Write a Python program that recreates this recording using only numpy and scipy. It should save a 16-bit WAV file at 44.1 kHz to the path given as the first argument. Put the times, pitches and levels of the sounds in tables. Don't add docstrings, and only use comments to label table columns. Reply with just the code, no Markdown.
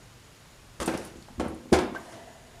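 import sys
import numpy as np
from scipy import signal
from scipy.fft import rfft, irfft, next_fast_len
from scipy.io import wavfile
from scipy.ndimage import map_coordinates

SR = 44100
rng = np.random.default_rng(int(sys.argv[2]) if len(sys.argv) > 2 else 0)


def to_wav(sig):
    pcm = np.clip(np.atleast_2d(sig), -1, 1) * 32767
    pcm = np.round(pcm).astype(np.int16)
    wavfile.write(sys.argv[1], SR, pcm.T)


def volts_from_decibels(level):
    exponent = np.asarray(level, float) / 20
    return 10 ** exponent


N = 114660

BRIGHT_WET_DB = -5
ATTACK_S = 0.0005


def unit(x):
    return x / np.sqrt(np.mean(x ** 2) + 1e-20)


def along(points, hz):
    f, v = np.transpose(points)
    return np.interp(np.log(hz + 1), np.log(f + 1), v)


def noise(n, response):
    m = next_fast_len(n + SR // 5)
    spectrum = rfft(rng.standard_normal(m)) * response(np.fft.rfftfreq(m, 1 / SR))
    return unit(irfft(spectrum, m)[:n])


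def peak(f, center_hz, width_hz):
    return 1j * f * width_hz / (center_hz ** 2 - f * f + 1j * f * width_hz)


def wobble(n, rate_hz):
    return map_coordinates(rng.standard_normal(n // 20 + 9), [np.arange(n) * rate_hz / SR])


def add(track, start_s, x):
    spot = track[round(start_s * SR):][:len(x)]
    spot += x[:len(spot)]


def shop(x, wet_db):
    # (frequency [Hz], t60 [s])
    shop_t60 = [(70, 0.36), (250, 0.57), (1000, 0.5), (3000, 0.48), (8000, 0.12), (14000, 0.23)]
    first_wall_s = 0.006
    hz, t, z = signal.stft(rng.standard_normal(SR * 3 // 4), SR, nperseg=512)
    decay = volts_from_decibels(-60 * t / along(shop_t60, hz)[:, None])
    tail = signal.istft(z * decay, SR, nperseg=512)[1]
    tail = np.pad(tail / np.linalg.norm(tail), (round(first_wall_s * SR), 0)) * volts_from_decibels(wet_db)
    tail[0] = 1
    return signal.fftconvolve(x, tail)


def mic_noise():
    # (frequency [Hz], density [dB per Hz])
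    hiss_color = [(15, -41), (25, 6), (86, -8.5), (118, -2.5), (181, -12), (515, -16.5), (1120, -18.5),
                  (6900, -27), (15000, -37)]
    # (frequency [Hz], width [Hz], level [dB])
    whines = [(119, 14, -69), (6900, 130, -72), (9700, 130, -78), (10900, 220, -76), (13000, 100, -81),
              (13800, 100, -81)]
    out = volts_from_decibels(-51 + 0.57 * wobble(N, 5.84)) * noise(N, lambda f: volts_from_decibels(along(hiss_color, f)))
    for center_hz, width_hz, db in whines:
        swell = volts_from_decibels(db + 1.2 * wobble(N, 9.8))
        out += swell * noise(N, lambda f: peak(f, center_hz, width_hz) ** 2)
    return out


def bench():
    # (time [s], level [dB], contact [ms], leg shake [dB], ring share of full t60)
    thuds = [(0.796, -40, 4.5, 16.5, 0.27), (.815, -24, 0.94, -7, 0.41), (0.8764, -19, 1.47, -14.5, 0.28),
             (0.888, -24, 1.1, -13, 0.16), (0.937, -26.5, 0.96, -2, 0.16), (0.949, -21, 1.17, -19, 0.13),
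             (0.999, -33, 1.8, -0.5, 0.16), (1.156, -39, 1.8, 1, .4), (1.183, -41, 2.3, -7, 0.13),
             (1.38, -33, 2.7, 11.5, 0.53), (1.3976, -19.5, 0.86, -7, 0.28), (1.43, -26, 1.8, -0.5, 0.21),
             (1.4594, -20.5, 1.25, -15, 0.2), (1.484, -35.5, 1.9, 9, 0.7), (1.50, -45, 1, -6, .3),
             (1.719, -19, 1.5, -6, 0.35), (1.7237, -5.5, 1.46, -6.5, 0.29), (1.764, -33, 0.95, 3, 0.2),
             (1.795, -29, 2.5, -22, 0.24), (1.817, -42, 2.8, -4, 0.64), (1.924, -30, 0.94, -6, 0.14),
             (1.301, -43, 2.1, -8, 0.34), (1.655, -37, 1.2, -11, 0.46)]
    # (frequency [Hz], level [dB], t60 [s])
    bench_modes = [(171, -24, 0.46), (221.4, -6, 0.34), (250.6, -0.5, 0.23), (325.4, 3.5, 0.17),
                   (386.6, -9, 0.38), (463, -5, 0.204), (518, -5.5, 0.28), (672, -14, 0.28),
                   (877, -4.5, 0.32), (1064, 0, 0.11), (1060, -4.5, 0.28), (1405, -18, .2)]
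    scatter_db, detune = 2.5, 0.03
    legs_hz, legs_base_db, legs_t60_s = 72.8, -8, 0.14
    spread_s = 0.001
    board = signal.butter(3, 154, "high", fs=SR, output="sos")
    out, t = np.zeros(N), np.arange(SR // 2) / SR
    mode_hz, mode_db, mode_t60_s = np.array(bench_modes).T[:, :, None]
    for start_s, db, contact_ms, legs_db, share in thuds:
        level_draw, pitch_draw = rng.standard_normal((2, len(mode_hz), 1))
        decay = volts_from_decibels(mode_db + scatter_db * level_draw - 60 * t / (mode_t60_s * share))
        tones = np.sin(2 * np.pi * mode_hz * (1 + detune * pitch_draw) * t)
        ring = np.sum(decay * tones, 0) * (1 - np.exp(-t / spread_s))
        push = np.sin(np.pi * np.clip(t[:SR // 50] * 1000 / contact_ms, 0, 1))
        knock = signal.sosfilt(board, signal.fftconvolve(ring, push)[:len(t)])
        knock /= np.abs(knock).max()
        legs = volts_from_decibels(legs_base_db + legs_db - 60 * t / legs_t60_s) * np.sin(2 * np.pi * legs_hz * t)
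        add(out, start_s, -volts_from_decibels(db) * shop(knock + legs, -6))
    return out


def gears():
    # (time [s], level [dB], rattle length [s], t60 [s], tilt [dB per octave])
    jolts = [(0.801, -36, 0.033, 0.029, 0.6), (0.8763, -25.5, 0.004, 0.07, -3.5),
             (0.896, -50.5, 0.031, 0.11, 5), (0.937, -36.5, 0.014, .08, -2.5),
             (0.984, -51.5, 0.091, 0.15, 1.5), (1.397, -30.5, 0.011, 0.06, -3.16),
             (1.441, -40, 0.039, 0.078, -5.5), (1.7278, -21, 0.014, .12, -2.2),
             (1.7882, -31, .004, 0.064, -1.9), (1.805, -45.5, .006, 0.2, 0.8),
             (1.948, -43.5, 0.02, .06, -5), (2.0, -58, 0.12, .2, 2), (2.122, -48.5, 0.019, 0.16, -0.9)]
    # (frequency [Hz], density [dB per Hz])
    clatter = [(350, -2), (600, -7), (1220, -15.5), (1390, -14), (1910, -19), (2400, -19.5), (3420, -23.5),
               (9890, -26), (15500, -47)]
    lumps_per_s, lumps_db = 500, 1.8
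    crack_db, crack_t60_s = -7.5, 0.023
    out, t = np.zeros(N), np.arange(SR // 3) / SR

    def color(f, tilt_db):
        tilted = volts_from_decibels(along(clatter, f) + tilt_db * np.log2(f / 3000 + 0.055))
        return tilted * f ** 3 / (f ** 3 + 450 ** 3)

    for start_s, db, hold_s, t60_s, tilt_db in jolts:
        body = noise(len(t), lambda f: color(f, tilt_db))
        shape = volts_from_decibels(lumps_db * wobble(len(t), lumps_per_s) - 60 * np.maximum(t - hold_s, 0) / t60_s)
        shape *= 1 + volts_from_decibels(crack_db - 60 * t / crack_t60_s)
        shape *= np.minimum(t / ATTACK_S, 1)
        add(out, start_s, volts_from_decibels(db) * shop(body * shape, BRIGHT_WET_DB))
    return out


def rollers():
    tick_times_s = [.859, .860, .865, .879, .940, .9748, .9752, 1.0497, 1.169, 1.224, 1.2242, 1.24, 1.284,
                    1.445, 1.4818, 1.546, 1.722, 1.949, 1.981, 1.3975, 1.7866, 1.731, 1.45, .889]
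    # (level [dB], pitch [Hz], t60 [s])
    ticks = [(-32.5, 9100, 0.069), (-38, 3900, 0.028), (-52.5, 5800, 0.66), (-38, 2160, 0.084),
             (-44, 2600, 0.08), (-37, 9300, 0.016), (-37, 5360, 0.034), (-40, 9900, 0.036),
             (-54.5, 6700, 0.047), (-47, 4600, 0.024), (-56, 8800, .02), (-58, 3900, 0.092),
             (-40.5, 780, 0.028), (-61, 9900, .1), (-48, 9500, .05), (-52, 9600, .03), (-41, 7500, 0.016),
             (-36, 1000, 0.062), (-52, 11500, 0.028), (-46, 6000, 0.012), (-35.5, 4700, 0.024),
             (-29.5, 1000, .2), (-42, 1010, .15), (-36, 1450, 0.069)]
    out, t = np.zeros(N), np.arange(SR // 4) / SR

    def color(f, pitch_hz):
        ring = np.abs(peak(f, pitch_hz, 0.16 * pitch_hz))
        click = np.abs(peak(f, pitch_hz, 0.43 * pitch_hz)) ** 2
        return ring + volts_from_decibels(-10) * click

    for start_s, (db, pitch_hz, t60_s) in zip(tick_times_s, ticks):
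        body = noise(len(t), lambda f: color(f, pitch_hz))
        shape = volts_from_decibels(-60 * t / t60_s) * np.minimum(t / ATTACK_S, 1)
        add(out, start_s, volts_from_decibels(db) * shop(body * shape, BRIGHT_WET_DB))
    return out


def thumb():
    # (time [s], level [dB])
    drag = [
        (1.93, -68),
        (1.95, -43.5),
        (2.03, -51),
        (2.15, -47.5),
        (2.3, -50.5),
        (2.45, -55.5),
        (2.6, -57.5),
    ]
    # (frequency [Hz], width [Hz], level [dB])
    casting = [(235, 41, -1.5), (415, 109, -7), (672, 41, 5.5), (950, 76, -6), (1670, 250, -12.5),
               (2013, 69, -7.5), (2850, 330, -18.5), (7500, 4800, -29.5)]
    squeak_s, squeak_hz, squeak_db, squeak_long_s = 1.966, 1556.5, -31, 0.0086
    t = np.arange(N) / SR

    def cavity(f):
        return sum((-1) ** k * volts_from_decibels(db) * peak(f, c, w) for k, (c, w, db) in enumerate(casting))

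    pressure_db = np.interp(t, *np.transpose(drag), left=-120)
    rub = noise(N, cavity) * volts_from_decibels(pressure_db + 1.05 * wobble(N, 29.76))
    tone = np.sin(2 * np.pi * squeak_hz * t)
    rasp = 0.27 * noise(N, lambda f: peak(f, squeak_hz, 260) ** 2)
    squeak = np.exp(-((t - squeak_s) / squeak_long_s) ** 2) * (tone + rasp)
    return rub + volts_from_decibels(squeak_db) * shop(squeak, -18.5)[:N]


def scene():
    return (mic_noise() + bench() + gears() + rollers() + thumb())[None]


def roll_off(x):
    return signal.sosfilt(signal.butter(12, 16420, fs=SR, output="sos"), x)


def record(dry):
    mix = signal.sosfilt(signal.butter(2, 45, "high", fs=SR, output="sos"), dry)
    mix = signal.sosfilt(signal.butter(3, 13200, fs=SR, output="sos"), mix)
    mix = signal.sosfilt(signal.cheby2(14, 50, 15650 * 1.03, fs=SR, output="sos"), mix)
    return roll_off(mix)


dry = scene()
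out = record(dry)
to_wav(out)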